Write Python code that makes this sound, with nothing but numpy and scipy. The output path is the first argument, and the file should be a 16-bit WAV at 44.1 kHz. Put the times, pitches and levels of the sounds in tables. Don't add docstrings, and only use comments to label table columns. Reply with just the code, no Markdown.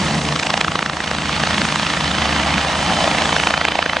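import sys
import numpy as np
from scipy import signal
from scipy.fft import rfft, irfft
from scipy.io import wavfile
from scipy.ndimage import uniform_filter1d

SR = 44100
rng = np.random.default_rng(int(sys.argv[2]) if len(sys.argv) > 2 else 0)


def pcm_store(signal):
    levels = np.round(np.clip(np.atleast_2d(signal), -1, 1) * 32767)
    wavfile.write(sys.argv[1], SR, levels.astype(np.int16).T)


N = 176400
BLADE_HZ = 27.97
# (time [s], relative level [dB])
WAKE_BITE = [(0, -17), (.29, -6.5), (.39, -3), (.6, -0.5), (.7, -2), (.83, -3.5), (.95, -6.5), (1.1, -2.5),
             (1.2, -7), (1.42, -1), (1.75, -2.5), (2, -2.5), (2.3, -3.5), (2.6, -2.5), (2.8, -6.5),
             (3.1, 0), (3.5, 2), (4, -0.5)]


def amp(db):
    return 10 ** (np.asarray(db) / 20)


def unit(x):
    return x / np.sqrt(np.mean(abs(x) ** 2) + 1e-20)


def clock():
    return np.arange(N) / SR


def curve(rows):
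    times, *columns = np.transpose(rows)
    return np.squeeze([np.interp(clock(), times, column) for column in columns])


def spectrum(points):
    hz, value = np.transpose(points)
    return np.interp(np.log(np.fft.rfftfreq(N, 1 / SR) + 1), np.log(hz + 1), value)


def colour(x, points):
    cepstrum = irfft(np.log(unit(amp(spectrum(points)))), N)
    cepstrum[1:N // 2] *= 2
    cepstrum[N // 2 + 1:] = 0
    return irfft(rfft(x) * np.exp(rfft(cepstrum)), N)


def wander(hz):
    lowpass = np.exp(-(np.fft.rfftfreq(N, 1 / SR) / hz) ** 2)
    return unit(irfft(rfft(rng.standard_normal(N)) * lowpass, N))


def add(mix, s, sound):
    at = round(s * SR) - len(sound) // 2 + np.arange(len(sound))
    inside = (at >= 0) & (at < N)
    mix[at[inside]] += sound[inside]


def air_noise(eq):
    # (frequency [Hz], coherence [0-1])
    coherence = [(150, .98), (700, .95), (1500, .86), (3500, .89), (5500, .75), (6700, .89), (7700, .62),
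                 (9200, .95)]
    alike = spectrum(coherence)
    mid, side = rfft(rng.standard_normal((2, N))) * np.sqrt([(1 + alike) / 2, (1 - alike) / 2])
    frames = signal.stft(irfft([mid + side, mid - side], N), nperseg=512)[2]
    patches = uniform_filter1d(rng.standard_normal(frames.shape[1:]), size=5, axis=0)
    patch_db = unit(uniform_filter1d(patches, size=7, axis=1))
    patchy = signal.istft(frames * amp(patch_db), nperseg=512)[1][:, :N]
    return unit(colour(patchy, eq))


def blade_turns(offset_s=0.0042):
    # (time [s], delay [ms])
    drift = [(0, -2), (.4, -0.16), (.8, 1.5), (1.2, 2), (1.8, 5), (2.2, 0.5), (2.75, -0.5), (3.45, 0),
             (4, -4)]
    return (clock() - offset_s - curve(drift) / 1000) * BLADE_HZ + 1


def rotor_thump(waver_db=1.0, smear_rad=0.81):
    # (harmonic [x blade rate], level [dB])
    harmonics = [(1, -58), (2, -46), (3, -42.5), (4, -48), (5, -44.5), (6, -41), (7, -41), (8, -43),
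                 (9, -46.5), (10, -42.5), (11, -44.5), (17, -44.5), (19, -49)]
    # (time [s], gain [dB])
    weight = [(0, -10), (.25, 0.5), (.45, -1.5), (1.1, -1), (2.5, -1.5), (3.3, 2), (4, -1)]
    phase = 2 * np.pi * blade_turns()
    thump = np.zeros(N)
    for k, db in harmonics:
        level = amp(db + waver_db * wander(0.82))
        thump -= level * np.cos(round(k) * phase + smear_rad * wander(4.7))
    return np.sqrt(2) * amp(curve(weight)) * thump


def blade_swish(trim_db=-18.5, lead_s=0.002, width_s=0.0035):
    # (frequency [Hz], relative level [dB])
    swish_eq = [(100, -14), (400, -9), (700, -4.5), (1500, 1.5), (3500, -4.5), (6000, -14), (8000, -21.5),
                (10500, -50)]
    turns = blade_turns()
    since_pass = (turns - np.round(turns)) / BLADE_HZ
    puffs = np.exp(-.5 * ((since_pass + lead_s) / width_s) ** 2)
    return amp(curve(WAKE_BITE) + trim_db) * puffs * air_noise(swish_eq)


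def vortex_strike(knock_hz, rise_s=0.0011, fall_s=0.00038, shock_gap_s=0.000847, shock_share=0.37):
    t = np.arange(-400, 400) / SR
    envelope = np.exp(np.minimum(t / rise_s, -t / fall_s))
    burst = unit(envelope * rng.standard_normal(len(t)))
    before, after = shock_gap_s * np.exp(0.34 * rng.standard_normal(2))
    shocks = unit(-.6 * np.sinc((t + before) * SR) + np.sinc(t * SR) - 1.2 * np.sinc((t - after) * SR))
    cycles = t * knock_hz
    knock = unit(np.exp(-.5 * cycles ** 2) * np.sin(2 * np.pi * (cycles + rng.random())))
    return shock_share * shocks + (1 - shock_share) * burst, knock


def blade_slap(trim_db=-21.5, spread_db=0.66, jitter_s=0.0004, typical_knock_hz=1167):
    # (time [s], crack level [dB], hollow knock level [dB], knock pitch [Hz])
    hard_slaps = [(0.362, -28, -23, 1260), (0.4331, -23, -25.5, 1690), (0.5412, -18.5, -24.5, 685),
                  (0.6128, -17, -26, 3550), (0.6474, -24, -21, 1400), (0.6824, -25, -19.5, 1230),
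                  (0.7566, -22, -22.5, 1120), (0.7923, -19.5, -33, 1800), (0.8277, -22, -24, 1260),
                  (0.862, -26.5, -23.5, 1610), (0.898, -25, -27, 1210), (0.97, -31, -25.5, 1200),
                  (1.0053, -26.5, -28, 1720), (1.1139, -21.5, -28.5, 1280), (1.295, -25, -23.5, 1180),
                  (1.4372, -20, -29, 1680), (1.618, -21, -25, 1540), (1.7596, -20, -25, 1220),
                  (2.581, -20, -25, 1460), (3.0437, -22, -17.5, 660), (3.0778, -18.5, -21, 687),
                  (3.149, -27, -24, 710), (3.3657, -18, -20, 1600), (3.4372, -21, -23, 820),
                  (3.4725, -14, -19, 820), (3.5404, -16.5, -19, 1260), (3.652, -16, -17.5, 2366),
                  (3.6853, -18, -25, 2630), (3.7913, -16.5, -30, 674), (3.969, -18.5, -25, 670)]
    # (frequency [Hz], relative level [dB])
    crack_eq = [(60, -22), (200, -11.5), (380, -2.5), (650, 5.5), (1200, 2.5), (1800, 4.5), (2500, 1),
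                (3800, -0.5), (5500, -15), (8000, -25.5), (10500, -52)]
    passes = np.flatnonzero(np.diff(np.floor(blade_turns())) > 0)
    bite_db, hard_times = curve(WAKE_BITE), np.array(hard_slaps)[:, 0]
    strikes = list(hard_slaps)
    for i in passes:
        late, force, pitch = rng.standard_normal(3)
        if abs(hard_times - i / SR).min() > .5 / BLADE_HZ:
            db = bite_db[i] + trim_db + spread_db * force
            strikes.append((i / SR + jitter_s * late, db, db - 7, typical_knock_hz * np.exp(0.2 * pitch)))
    ring = colour(signal.unit_impulse(N), crack_eq)[:400]
    slaps = np.zeros(N)
    for s, crack_db, knock_db, knock_hz in strikes:
        crack, knock = vortex_strike(knock_hz)
        crack = unit(np.convolve(crack, ring)[:len(crack)])
        add(slaps, s, amp(crack_db) * crack + amp(knock_db) * knock)
    return slaps


def blade_brightness(x, shelf_hz=3930):
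    # (time [s], gain [dB])
    shelf = [(0, 10), (.4, 8), (.61, 5), (.67, -0.5), (1.4, 3.5), (3, -0.5), (4, -9)]
    highpass = 1 / (1 + (shelf_hz / (np.fft.rfftfreq(N, 1 / SR) + 1)) ** 4)
    treble = irfft(rfft(x) * highpass, N)
    return x + (amp(curve(shelf)) - 1) * treble


def tail_rotor(buzz_hz=73.54, waver_db=2.2, smear_rad=0.28):
    # (time [s], fundamental level [dB], overtone level [dB])
    swells = [(0, -36.5, -26.5), (.31, -35, -25), (.42, -51, -37), (.9, -44, -37), (1.3, -35, -31),
              (1.8, -42, -33.5), (2.05, -33.5, -36), (2.3, -28.5, -32), (2.55, -29, -33.5),
              (2.75, -36, -37.5), (3.3, -36.5, -31), (4, -46, -52)]
    # (harmonic [x tail blade rate], relative level [dB])
    harmonics = [(2, -1.5), (3, -5.5), (4, -11.5), (5, -15.5), (6, -15), (7, -15.5)]
    fundamental_db, overtone_db = curve(swells)
    phase = 2 * np.pi * np.cumsum(buzz_hz * (1 + 0.00423 * wander(2.94))) / SR
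    overtones = np.zeros(N)
    for k, db in harmonics:
        level = amp(db + waver_db * wander(8.0))
        overtones += level * np.cos(round(k) * phase + smear_rad * wander(22) + 2 * np.pi * rng.random())
    return np.sqrt(2) * (amp(fundamental_db) * np.cos(phase) + amp(overtone_db) * overtones)


def downwash_and_exhaust(chop_db=0.37, flutter_db=1.7, throb_db=0.5):
    # (time [s], relative level [dB])
    roar_ride = [(0.0, -21.5), (0.2, -25), (0.88, -30), (1.08, -27), (1.45, -22), (1.99, -23), (2.27, -21),
                 (2.81, -22), (3.2, -20), (3.47, -24), (3.92, -27)]
    exhaust_ride = [(0.08, -23), (0.3, -25.5), (1.24, -30), (1.6, -26.5), (1.83, -31), (2.26, -23.5),
                    (2.8, -21.5), (3.17, -19.5), (3.42, -25), (3.69, -27.5)]
    hiss_ride = [(0.0, -33.5), (0.9, -41.5), (1.63, -34), (1.86, -36), (2.7, -35.5), (3.0, -33),
                 (3.48, -34), (3.64, -42)]
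    rumble_ride = [(0, -21), (.27, -25.5), (.38, -34.5), (.75, -24.5), (.92, -40.5), (1.2, -28),
                   (1.6, -22.5), (1.86, -29), (2.28, -22), (2.44, -27), (2.56, -19.5), (2.64, -34),
                   (2.86, -25), (3.3, -29.5), (4, -47)]
    # (frequency [Hz], relative level [dB])
    roar_eq = [(300, -19.5), (900, 1.5), (1300, 2.5), (1500, -1.5), (1850, 2.5), (2200, -1), (2900, -0.5),
               (3700, -3), (4500, -5.5), (6000, -15), (8000, -43)]
    exhaust_eq = [(100, -21.5), (330, -1.5), (410, -10), (500, -1.5), (650, 2.5), (800, 3.5), (1050, -2.5),
                  (1400, -13), (2500, -40.5)]
    hiss_eq = [(2500, -5.5), (4500, 0.5), (6200, 5), (7500, 1), (8800, -1.5), (9700, -8), (10500, -21.5)]
    rumble_eq = [(20, -26), (40, -15), (70, -9.5), (100, -3), (130, -8.5), (165, 4), (215, 1.5),
                 (255, -6.5), (310, -3), (400, -20.5), (600, -44.5)]
    phase = 2 * np.pi * blade_turns()
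    chop = amp(chop_db * np.cos(2 * phase) + flutter_db * wander(160))
    roar = amp(curve(roar_ride) - 1) * air_noise(roar_eq)
    exhaust = amp(curve(exhaust_ride) - 3) * air_noise(exhaust_eq)
    hiss = amp(curve(hiss_ride) + 2 + 0.92 * wander(110)) * air_noise(hiss_eq)
    rumble = amp(curve(rumble_ride) - 1.5 + throb_db * np.cos(phase)) * air_noise(rumble_eq)
    return chop * (roar + exhaust) + hiss + rumble


def turbine(whine_hz=3055, fuzz_hz=40, steady_core=1.3):
    # (time [s], level [dB])
    swells = [(0, -43), (.8, -52), (1.25, -43), (1.95, -45), (2.21, -30), (2.65, -40), (2.98, -26.5),
              (3.17, -37), (3.37, -29), (3.7, -35)]
    # (pitch [x whine pitch], relative level [dB])
    partials = [(1, -2), (1.5, -13.5), (1.615, -12.5), (2.01, -16.5)]
    phase = 2 * np.pi * np.cumsum(whine_hz * (1 + 0.00304 * wander(2.12))) / SR
    whine = np.zeros(N)
    for ratio, db in partials:
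        tone = (steady_core + wander(fuzz_hz)) * np.cos(ratio * phase)
        whine += amp(db) * unit(tone + wander(fuzz_hz) * np.sin(ratio * phase))
    return amp(curve(swells)) * whine


def scene():
    main_rotor = rotor_thump() + blade_brightness(blade_swish() + blade_slap())
    return main_rotor + tail_rotor() + downwash_and_exhaust() + turbine()


def record(dry, ceiling=0.88, cutoff_hz=10500):
    # (frequency [Hz], left over right [dB])
    balance = [(1450, 0), (2350, -3.5), (3000, -4), (4200, -2.3), (5000, 1), (5480, 7), (6200, 1),
               (7000, 1), (7600, 5.5), (8400, -4), (9300, 6)]
    # (frequency [Hz], left lead [rad])
    left_lead = [(700, -.12), (1000, -.3), (1900, -.25), (3600, .28), (4400, .58), (5350, .63),
                 (6050, -.05), (7100, -.05), (7750, -.5), (9000, 0)]
    left_response = amp(spectrum(balance) / 2) * np.exp(.5j * spectrum(left_lead))
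    pair = irfft(rfft(dry) * np.array([left_response, 1 / left_response]), N)
    rounded = pair / (1 + (pair / ceiling) ** 4) ** .25
    lowpass = signal.firwin(401, cutoff_hz, window=("kaiser", 9), fs=SR)
    return signal.oaconvolve(rounded, lowpass[None], "same")


dry = scene()
out = record(dry)
pcm_store(out)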